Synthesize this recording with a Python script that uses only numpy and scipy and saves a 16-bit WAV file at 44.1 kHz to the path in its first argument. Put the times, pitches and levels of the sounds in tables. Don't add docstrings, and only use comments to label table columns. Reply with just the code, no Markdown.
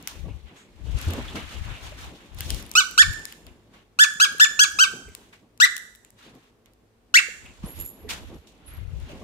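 import sys
import numpy as np
from scipy import signal
from scipy.fft import rfft, irfft, next_fast_len
from scipy.io import wavfile
from scipy.ndimage import uniform_filter1d, minimum_filter1d, map_coordinates

SR = 44100
rng = np.random.default_rng(int(sys.argv[2]) if len(sys.argv) > 2 else 0)


def attenuation_scalar(level_db):
    decades = np.asarray(level_db, float) / 20
    return 10 ** decades


def master_out(mix):
    frames = np.transpose(np.atleast_2d(mix))
    ceiling = np.clip(frames, -1, 1)
    pcm = np.round(ceiling * 32767).astype(np.int16)
    wavfile.write(sys.argv[1], SR, pcm)


N = 407043

# time_s, level_db
UNREST = [(0, 5.5), (.7, -4), (1.1, 14.5), (2.1, 6.5), (2.27, 4), (2.6, 7), (3.2, 5.5), (3.45, -3),
          (3.92, -12), (4.4, 1.5), (5.2, -4), (5.48, -16), (6.2, -18.5), (6.95, -23), (7.45, 3),
          (7.97, -0.5), (8.6, -2.5), (9.23, 5.5)]


def at_hz(points, hz):
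    points_hz, points_db = np.transpose(points)
    return np.interp(np.log(hz), np.log(points_hz), points_db)


def in_time(rows):
    s, *columns = np.transpose(rows)
    return [np.interp(np.arange(N) / SR, s, column) for column in columns]


def rms_one(x):
    return x / np.sqrt(np.mean(x ** 2) + 1e-20)


def bandpass(x, low_hz, high_hz, order=2):
    return signal.sosfilt(signal.butter(order, [low_hz, high_hz], "band", fs=SR, output="sos"), x)


def highpass(x, hz, order=2):
    return signal.sosfilt(signal.butter(order, hz, "high", fs=SR, output="sos"), x)


def coloured(points, channels=1):
    size = next_fast_len(N)
    hz = np.maximum(np.arange(size // 2 + 1) * SR / size, 1)
    gain = (hz > points[0][0] / 2) * attenuation_scalar(at_hz(points, hz))
    white = rng.standard_normal((channels, size))
    return rms_one(irfft(rfft(white) * gain, size)[:, :N])


def drift(rate_hz):
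    knots = rng.standard_normal(int(N / SR * 200) + 2)
    return np.interp(np.arange(N) / SR * np.clip(rate_hz, 1, 190), np.arange(len(knots)), knots)


def swells(s, hold_s, level_db, rise_db_s, fall_db_s):
    t = np.arange(0, N + 64, 64) / SR
    early = np.maximum(s[:, None] - t, 0)
    late = np.maximum(t - (s + np.abs(hold_s))[:, None], 0)
    moves = attenuation_scalar(level_db[:, None] - rise_db_s * early - fall_db_s * late)
    return np.interp(np.arange(N) / SR, t, np.sqrt(np.sum(moves ** 2, axis=0)))


def ports(x, lag, pan_db=0):
    late = np.interp(np.arange(N) - lag, np.arange(N), x)
    return np.array([x * attenuation_scalar(pan_db / 2), late * attenuation_scalar(-pan_db / 2)])


def squeaker():
    # start_s, top_hz, rise_s, held_s (until let go), level_db
    squeezes = [
        (2.7518, 1525, .044, .0435, -7),
        (2.977, 1797, .033, 0.041, -5),
        (3.988, 1750, 0.031, 0.049, -5.5),
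        (4.199, 1658, .030, 0.043, -5.5),
        (4.397, 1787, 0.02, 0.046, -6),
        (4.591, 1675, .034, 0.046, -7.5),
        (4.787, 1578, .032, .048, -6.5),
        (5.6005, 2028, 0.049, .047, -6),
        (7.140, 2403, .043, 0.046, -5.5),
    ]
    climbs = [1.1, 1.05, .86, 1.1, 1.1, 0.69, 1.2, 1.02, 1.03]
    vents_db = [0.5, -1, -2, -2, -2, 1, -2, -3, 0.5]
    reed_db = [5, -8, -13, -15, -20, -23, -25, -27, -28, -29, -31, -32]
    # freq_hz, level_db
    plush = [(900, -14.5), (1250, -15.5), (1500, -8.5), (1750, -4), (2000, -4), (2400, -3.5), (2800, -3),
             (3500, 0.5), (5200, -1.5), (7200, 3), (8600, -4.5), (10000, -10), (12000, -9.5), (16000, -4)]
    sag_hz, sag_s, fade_s = 1100, 0.0063, 0.019
    flip_hz, flip_ratio, flipped_db = 2340, 1.14, -8
    purer_db, let_go_db, slack_db = -0.5, 1.66, 3.5
    choke_hz, choke_db = 1750, -8.5
    waver_db, own_waver = 2.6, .8
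    air_db, refill_db, refill_t60_s = -22, -38, 0.62
    tone_len = 5000

    out, t = np.zeros((2, N)), np.arange(int(.5 * SR)) / SR
    air = bandpass(rng.standard_normal((2, N)), 2500, 9500, order=4)
    order = np.arange(1, len(reed_db) + 1)[:, None]
    waver = rng.standard_normal((len(squeezes), 3, len(reed_db), 30))
    waver = np.sqrt(1 - own_waver ** 2) * waver[:, :1] + own_waver * waver[:, 1:]
    for (s, top_hz, rise_s, held_s, level_db), climb, vent_db, knots in zip(squeezes, climbs, vents_db, waver):
        at = round(s * SR)
        gone = np.maximum(t - held_s, 0) * min(top_hz / 1700, 1) ** 3.5

        first_hz = 1240 + 0.1 * (top_hz - 1750)
        pressed = first_hz + (top_hz - first_hz) * np.sin(np.pi / 2 * np.minimum(t / rise_s, 1.2) ** climb)
        pressed = uniform_filter1d(pressed * np.where(pressed > flip_hz, flip_ratio, 1), size=90)
        hz = (sag_hz + (pressed - sag_hz) * np.exp(-(gone / sag_s) ** 1.05))[:tone_len]
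        turns = 2 * np.pi * np.cumsum(hz) / SR
        blow = np.clip(t / 0.0021, 0, 1) * np.exp(-(gone / fade_s) ** 2)

        unsteady = np.array([[np.interp(t[:tone_len], np.arange(30) * .005, k) for k in port] for port in knots])
        unsteady = unsteady * np.sqrt(np.minimum(order, 5) - .8)
        flipped = np.clip((pressed[:tone_len] / flip_hz - 1) / (flip_ratio - 1), 0, 1)
        height_db = np.array(reed_db)[:, None] + (vent_db + flipped_db * flipped) * (order > 1)
        height_db = height_db + purer_db * np.log2(hz / 1500) * np.log2(order) + waver_db * unsteady
        height_db = height_db - gone[:tone_len] / sag_s * (let_go_db * np.log2(order) + slack_db * (order == 1))
        height_db = height_db + choke_db * np.log2(np.maximum(hz / choke_hz, 1)) + at_hz(plush, order * hz)
        heights = attenuation_scalar(height_db) * (order * hz < 17000)
        tone = np.sum(heights * np.cos(order * turns + .12 * order ** 2), axis=1)
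        out[:, at:at + tone_len] -= attenuation_scalar(level_db) * blow[:tone_len] * tone

        refill = attenuation_scalar(refill_db - 60 * gone / refill_t60_s) * (1 - blow) * (t > held_s)
        hiss = attenuation_scalar(air_db) * blow + refill
        out[:, at:at + len(t)] += attenuation_scalar(level_db) * hiss * air[:, at:at + len(t)]
    return out


def held_close(x):
    # time_s, right_lag_samples, left_right_db
    hand = [
        (2.8, 18, -1.5),
        (3.0, 20.5, -2.5),
        (4.0, 22, .5),
        (4.7, 22, 1),
        (4.82, 21.5, 1.5),
        (5.6, 23, 4),
        (7.1, 19.5, 2.5),
    ]
    # left_delay_s, right_delay_s, level_db
    echoes = [(.00035, .00025, -12), (.0034, .0027, -14), (.0071, .0083, -15), (.0112, .0098, -16)]
    # freq_hz, left_right_db
    lean = [(60, 2.5), (110, 6), (200, 0.5), (380, -2.5), (700, -0.5), (1290, 2), (2380, -9), (4400, 6.5),
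            (8120, 1), (15000, 9.5)]
    # freq_hz, phase_rad
    bend = [(1300, 1.95), (1750, 2.15), (2600, 1.35), (3400, .6)]
    size = next_fast_len(N)
    hz = np.maximum(np.arange(size // 2 + 1) * SR / size, 1)
    paths = 1 + sum(attenuation_scalar(db) * np.exp(-2j * np.pi * hz * [[left], [right]]) for left, right, db in echoes)
    shadow = attenuation_scalar(at_hz(lean[1:], hz) * [[.5], [-.5]])
    shadow = shadow * np.exp(1j * at_hz(bend, hz) * np.array([[0], [1]]))
    lag, pan_db = in_time(hand)
    late = map_coordinates(x[1], [np.arange(N) - lag], order=3)
    direct = [x[0], late] * attenuation_scalar(pan_db * [[.5], [-.5]])
    return irfft(rfft(direct, size) * paths * shadow, size)[:, :N]


def ticks():
    # start_s, peak_db, centre_hz, left_right_db
    tick_rows = [(0.0135, -42, 3800, 0), (0.0738, -30, 5800, 35), (0.0748, -14, 2330, -7),
                 (1.104, -34, 3600, 7), (2.502, -28, 3024, 2.5), (2.533, -37.5, 2955, -4.5),
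                 (2.56, -32.5, 2520, 2), (2.599, -32, 3040, 5.5), (2.626, -29, 5110, -2.5),
                 (2.694, -34, 4430, 2), (2.7385, -30.5, 3100, -1), (8.091, -28, 3850, -1),
                 (8.103, -28, 2600, 0), (1.1355, -20.5, 3700, 4), (1.3585, -42, 2900, -11),
                 (2.387, -26.5, 3250, -2.5), (2.5043, -12, 3420, 9), (1.108, -26, 3500, 6),
                 (2.7152, -22, 6000, 8), (3.254, -17.5, 5250, 7), (3.3243, -23.5, 3230, 1),
                 (3.467, -33.5, 4650, 5), (4.9652, -35, 3640, -5), (5.1508, -23, 4000, 8.5),
                 (5.3293, -49, 3283, 2.5), (5.7664, -19.5, 5860, 12), (5.9505, -34.5, 3770, 9.5),
                 (6.0487, -36.5, 6730, 8.5), (6.6589, -44, 3360, -12), (6.7351, -47.5, 3874, -1),
                 (7.462, -40, 2800, -1)]
    # start_s, peak_db
    crackle_rows = [(0.0263, -32.5), (0.0816, -24.5), (0.9887, -31), (2.347, -37), (2.407, -16),
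                    (2.5462, -21.5), (2.6643, -34.5), (2.738, -37.5), (2.9118, -25), (3.1287, -30.5),
                    (3.1358, -24.5), (3.1943, -32.5), (4.138, -31.5), (4.3233, -33), (4.3837, -27.5),
                    (4.7204, -28.5), (4.9194, -34.5), (5.5763, -38.5), (5.7796, -21.5), (5.958, -40),
                    (6.1045, -38)]
    # start_s, peak_db
    snap_rows = [(1.0147, -26), (1.0514, -34), (1.1114, -35), (2.4444, -41.5), (2.4694, -43.5),
                 (2.584, -43), (5.0893, -42), (5.15, -25), (6.1454, -61), (6.1892, -56), (6.352, -46),
                 (6.3854, -59.5), (6.442, -55.5), (9.0009, -44)]
    out, t = np.zeros((2, N)), np.arange(300) / SR
    rows = [*tick_rows]
    rows += [(s, peak_db, 10500, 4.5) for s, peak_db in crackle_rows]
    rows += [(s, peak_db, 13000, 3.5) for s, peak_db in snap_rows]
    for (s, peak_db, hz, pan_db), crack in zip(rows, rng.standard_normal((len(rows), len(t)))):
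        at = round(s * SR)
        snap = (.4 * np.sin(2 * np.pi * hz * t) + .6 * crack) * attenuation_scalar(-60 * t / .004)
        out[:, at:at + len(t)] += attenuation_scalar(peak_db + 2.5 + pan_db * np.array([[.5], [-.5]])) * snap
    out[1] = np.roll(out[1], 18)
    return highpass(out, 1500)


def scrapes():
    # start_s, hold_s, level_db, centre_hz
    scrape_rows = [(0.154, 0.0028, -58, 1630), (0.287, 0.012, -55.5, 2580), (0.467, 0.026, -69, 2800),
                   (0.572, 0.048, -62.5, 7040), (0.865, 0.044, -58, 3000), (1.032, .01, -51, 2500),
                   (1.233, 0.013, -50, 2360), (1.28, 0.0083, -43.5, 3200), (1.286, .004, -50, 1720),
                   (1.36, 0.047, -48, 2960), (1.365, 0.055, -53, 2120), (1.518, 0.049, -50, 2905),
                   (1.676, 0.022, -52, 1240), (1.742, 0.038, -50, 2670), (2.399, 0.026, -47.5, 3060),
                   (2.411, 0.0058, -47.5, 1730), (2.494, 0.013, -43, 2950), (6.232, 0.039, -64, 4120),
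                   (8.081, 0.004, -53, 1900), (5.08, 0.0064, -57, 2240), (7.459, 0.004, -48.5, 2550),
                   (7.637, 0.006, -50, 1100), (8.097, 0.014, -41.5, 2380), (8.1, 0.0062, -45.5, 920),
                   (8.103, 0.0054, -42, 3000)]
    rise_db_s, fall_db_s, width_ratio, lead_s = 3000, 290, 1.13, .02
    out, t = np.zeros((2, N)), np.arange(8000) / SR - lead_s
    for (s, hold_s, level_db, hz), noise in zip(scrape_rows, rng.standard_normal((len(scrape_rows), 2, len(t)))):
        hiss = bandpass(noise + 0.8 * noise[::-1], hz / width_ratio, hz * width_ratio)
        fall_db = fall_db_s * np.maximum(t - abs(hold_s), 0)
        gain = attenuation_scalar(level_db - rise_db_s * np.maximum(-t, 0) - fall_db)
        at = round((s - lead_s) * SR)
        out[:, at:at + len(t)] += gain * rms_one(hiss)
    return out


def fibres(bright):
    # start_s, hold_s, level_db, brightness_db
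    strokes = [(0, 0.082, -63, -14), (.1, 0.092, -63, -9), (.285, 0.091, -67, -25),
               (.47, 0.011, -58.5, -22), (.565, 0.041, -59.5, -10), (.86, 0.28, -63, -5),
               (.975, 0.093, -52, -5), (1.27, 0.058, -64, -22), (1.51, 0.025, -56.5, -3.5),
               (1.64, 0.14, -50, -20), (1.835, 0.039, -51, -7.5), (1.99, 0.06, -54.5, -4.5),
               (2.385, 0.21, -56, 0), (3.28, 0.051, -58.5, -5), (3.74, 0.04, -60, -14.5),
               (5.13, 0.14, -65.5, -10.5), (6.19, 0.032, -60.5, -10.5), (6.23, 0.067, -62, -10.5),
               (6.34, 0.12, -67, -10.5), (7.68, 0.099, -66, -8), (7.765, 0.055, -58.5, -5.5),
               (8.2, 0.14, -63, -10), (8.68, 0.1, -57.5, -20), (9.0, 0.07, -61, -13),
               (9.09, 0.034, -55.5, -13), (9.21, 0.02, -63, -9)]
    # start_s, hold_s, level_db, brightness_db
    flicks = [(.083, 0, -52.5, -0.5), (1.137, 0, -100, -29), (1.357, 0, -38, -16), (2.5, 0.034, -61, 7.5),
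              (3.468, 0, -59.5, -17), (5.328, 0.0037, -57, -12.5), (6.05, 0.0021, -70.5, -9),
              (6.66, 0.0029, -70.5, -12), (7.463, 0, -60, -28), (7.634, 0.00069, -55, -9.5),
              (8.092, 0.02, -41.5, -3.5), (8.472, 0, -71.5, 5.5)]
    rest_db, rest_bright_db, follows = -66.5, -11.5, 1.29
    power = attenuation_scalar(rest_db + follows * in_time(UNREST)[0] + bright * rest_bright_db) ** 2
    for rows, rise_db_s, fall_db_s in ((strokes, 620, 210), (flicks, 5000, 195)):
        s, hold_s, level_db, bright_db = np.transpose(rows)
        power = power + swells(s, hold_s, level_db + bright * bright_db, rise_db_s, fall_db_s) ** 2
    return np.sqrt(power)


def rustle():
    # freq_hz, level_db
    fur_spectrum = [(350, -33), (600, 0), (1180, 2.5), (2800, 2.5), (3600, -1.5), (4900, -12.5),
                    (7000, -15.5), (8300, -20), (14700, -28.5), (16000, -30)]
    fur = coloured(fur_spectrum, channels=2) * attenuation_scalar(2.0 * drift(150))
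    together = drift(22)
    edges_hz = [250, 700, 1200, 1900, 2500, 3200, 4000, 5000]
    low = 0
    for k, (low_hz, high_hz) in enumerate(zip(edges_hz, edges_hz[1:])):
        band = bandpass(np.roll(fur, 5003 * (k + 1), axis=1), low_hz, high_hz)
        low = low + band * attenuation_scalar(1.2 * together + 2.2 * drift(18))
    high = rms_one(highpass(fur, 5000, order=3)) * attenuation_scalar(6.5 + 0.64 * drift(32))
    return attenuation_scalar(4.5) * (fibres(0) * rms_one(low) + fibres(1) * high)


def ring(clicks, hz, t60_s):
    r, w = attenuation_scalar(-60 / (t60_s * SR)), 2 * np.pi * hz / SR
    return signal.lfilter([0, np.sin(w)], [1, -2 * r * np.cos(w), r * r], clicks + 1e-18)


def collar():
    # start_s, hold_s, name_tag_db, ring_db, buckle_db
    shakes = [
        (7.66, .01, -55, -45.5, -80),
        (7.69, 0.023, -45.5, -60, -72),
        (7.762, 0.034, -48, -58, -56),
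        (7.798, 0.067, -35.5, -74, -69),
        (8.182, 0.09, -68, -81, -79),
        (8.334, 0.046, -67.5, -78.5, -78.5),
        (8.665, 0.016, -73, -70, -48.5),
        (8.74, .01, -51.5, -76, -75),
    ]
    # freq_hz, level_db, t60_s
    tag_modes = [(7060, -14, .1), (7135, -13, .1), (11330, -4, .1), (11410, 0, .12), (11500, -1, .12)]
    # freq_hz, level_db, t60_s
    ring_modes = [(9720, -2, .07), (10050, -3, .06), (10160, 0, .07)]
    # freq_hz, level_db, t60_s
    buckle_modes = [(10870, 0, .15)]
    out = 0
    s, hold_s, *parts_db = np.transpose(shakes)
    gains = [swells(s, hold_s, db, 840, 350) for db in parts_db]
    for modes, gain in zip((tag_modes, ring_modes, buckle_modes), gains):
        knocks = (rng.random(N) < 250 / SR) * attenuation_scalar(3.5 * rng.standard_normal(N))
        knocks = knocks * (gains[0] > attenuation_scalar(-94))
        metal = sum(attenuation_scalar(db) * ring(ring(knocks, hz, 0.00069), hz, t60_s) for hz, db, t60_s in modes)
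        out = out + attenuation_scalar(-1.5) * gain * rms_one(metal) * 0.33
    return out


def bumps():
    # start_s, peak_db, pitch_hz, t60_s
    blows = [
        (0.827, -51, 51.7, 0.051),
        (1.068, -17, 86.4, 0.29),
        (1.619, -26, 56.5, 0.056),
        (2.549, -40, 60, 0.059),
        (3.088, -44, 54, 0.15),
        (7.637, -19, 191, 0.049),
        (7.631, -34, 1090, 0.017),
    ]
    # start_s, peak_db, pitch_hz, t60_s
    taps = [
        (1.354, -20.5, 313, 0.016),
        (1.92, -34.5, 604, 0.051),
        (4.155, -38, 189, 0.043),
        (4.347, -22.5, 437, 0.012),
        (4.935, -29, 423, 0.036),
        (5.081, -39, 420, 0.058),
        (6.275, -47, 216, 0.12),
        (7.284, -29, 480, 0.025),
        (8.046, -33.5, 424, 0.092),
        (9.095, -40.5, 588, 0.11),
    ]
    out, t = np.zeros(N), np.arange(int(.12 * SR)) / SR
    edges = np.clip(t / 0.0036, 0, 1) * np.clip(20 * (1 - t / t[-1]) / 6, 0, 1)
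    for s, peak_db, hz, t60_s in (*blows, *taps):
        at = round(s * SR)
        out[at:at + len(t)] += attenuation_scalar(peak_db - 60 * t / t60_s) * np.sin(2 * np.pi * hz * t) * edges
    return out


def grip():
    # start_s, hold_s, rumble_db, left_right_db
    shift_rows = [(0, 0.014, -65, -15), (0.196, 0, -47, 41), (0.227, 0.12, -36.5, 21), (.46, 0, -47.5, 23),
                  (0.82, 0.079, -48.5, 44), (0.963, 0, -23.5, 15), (1.074, 0, -29.5, 10),
                  (1.156, 0.12, -32, 7), (1.244, 0.23, -44.5, 18.5), (1.62, 0, -31.5, 21.5),
                  (1.657, 0.081, -38.5, 21), (1.83, 0.13, -41, 9), (2.039, 0.044, -35.5, 7),
                  (2.363, 0.22, -35.5, 13), (2.539, 0, -28.5, 17), (2.609, 0.05, -52.5, 29),
                  (3.095, 0.00045, -29.5, 23), (3.153, 0.05, -43, 7), (3.473, 0.025, -46, 3.5),
                  (5.09, 0.023, -44, 5.5), (7.443, 0.06, -44.5, 8.5), (7.656, 0.00023, -32, -2),
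                  (7.784, 0.057, -37, -3), (8.03, 0.36, -42.5, -1), (8.71, 0.055, -45, -7),
                  (8.783, 0.21, -44, 27), (8.93, 0.12, -34.5, 4), (9.097, 0.22, -44.5, -4)]
    # start_s, hold_s, level_db
    thud_rows = [(0, 0.022, -53), (0.242, 0.057, -47), (0.86, 0.22, -51.5), (1.081, 0.11, -38),
                 (1.35, 0.062, -43.5), (1.67, 0.051, -53), (2.11, 0.013, -50), (2.433, 0.21, -51),
                 (3.102, 0.1, -84), (3.476, 0.19, -74), (4.37, 0, -57), (4.933, 0.11, -53),
                 (6.24, 0.15, -57.5), (7.444, 0.078, -62), (7.634, 0.15, -49.5), (7.79, 0, -41.5),
                 (8.026, 0.22, -51.5), (8.29, 0.077, -45), (8.783, 0, -52), (9.074, 0.11, -48),
                 (9.22, 0, -43)]
    # freq_hz, density_db_per_hz
    rumble_spectrum = [(12, -44), (20, -13.5), (42, 4.5), (75, 7), (119, -5), (157, -10.5), (200, -18),
                       (260, -37.5), (440, -120)]
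    # freq_hz, density_db_per_hz
    thud_spectrum = [(76, -21.5), (130, -3.5), (248, -2.5), (285, -3.5), (372, -5.5), (900, -17),
                     (1170, -19.5), (1980, -120)]
    unrest_db, = in_time(UNREST)
    s, hold_s, level_db, pan_db = np.transpose(shift_rows)
    shifts = np.array([swells(s, hold_s, level_db + side * pan_db / 2, 250, 390) for side in (1, -1)])
    own = coloured(rumble_spectrum, channels=2)
    rumble = rms_one(own + .1 * own[::-1]) * attenuation_scalar(-4 + 2.5 * drift(14))
    rumble = rumble * np.hypot(shifts, attenuation_scalar(-59.5 + unrest_db))
    thuds = np.hypot(swells(*np.transpose(thud_rows), 1100, 440), attenuation_scalar(-57.5 + 0.5 * unrest_db))
    shared, apart = coloured(thud_spectrum, channels=2)
    return rumble + thuds * attenuation_scalar(3.6 * drift(25)) * (shared + 0.21 * apart * [[1], [-1]])


def bedroom(x):
    # freq_hz, t60_s
    room_t60 = [(500, 0.4), (1500, 0.61), (3000, 0.45), (6000, 0.53), (12000, 1)]
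    level_db, pan_db, early_gain, early_s = -13, -4.5, 1.3, .035
    t, tail = np.arange(int(.7 * SR)) / SR, 0
    for low_hz in 200 * 2. ** np.arange(6):
        band = bandpass(rng.standard_normal((2, len(t))), low_hz, 2.3 * low_hz)
        decay = attenuation_scalar(-60 * t / at_hz(room_t60, low_hz * np.sqrt(2)))
        tail = tail + band / np.sqrt(np.mean(band ** 2) / low_hz) * decay
    tail = tail * (1 + early_gain * np.exp(-t / early_s)) * np.clip((t - .005) / .008, 0, 1)
    tail = tail / np.sqrt(np.sum(tail ** 2) / 2)
    wet = signal.fftconvolve(x[None], tail, axes=1)[:, :N]
    return attenuation_scalar(level_db + pan_db * np.array([[.5], [-.5]])) * wet


def room_floor():
    # freq_hz, density_db_per_hz
    floor_spectrum = [(15, -39), (25, -11.5), (53, 6), (74, -14.5), (108, 5.5), (145, -45.5), (229, -1),
                      (270, -15), (439, -7), (575, -16), (16000, -40.5)]
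    hum = coloured(floor_spectrum, channels=2)
    bass = signal.sosfilt(signal.butter(1, 600, fs=SR, output="sos"), hum[::-1] - hum)
    return attenuation_scalar(-61.5 + 1.0) * (hum + .45 * bass)


def scene():
    toy, snaps, metal = squeaker(), ticks(), collar()
    near = held_close(toy) + snaps + ports(metal, -0.98, pan_db=-5.0) + ports(bumps(), 15.0)
    near = near + bedroom(toy[0] + .6 * snaps[0] + metal)
    return near + scrapes() + rustle() + grip() + room_floor()


def top_cut(x):
    return signal.sosfilt(signal.butter(12, 16660, fs=SR, output="sos"), x)


def record(dry):
    cutoff_hz, limit_s = 16300, .004
    cut = signal.sosfilt(signal.cheby2(10, 60, cutoff_hz + 500, fs=SR, output="sos"), dry)
    span = round(limit_s * SR)
    room_left = minimum_filter1d(1 / np.maximum(np.abs(cut).max(axis=0), 1), size=span)
    mix = np.clip(1.061 * cut * uniform_filter1d(room_left, size=span), -1, 1)
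    return top_cut(mix)


dry = scene()
out = record(dry)
master_out(out)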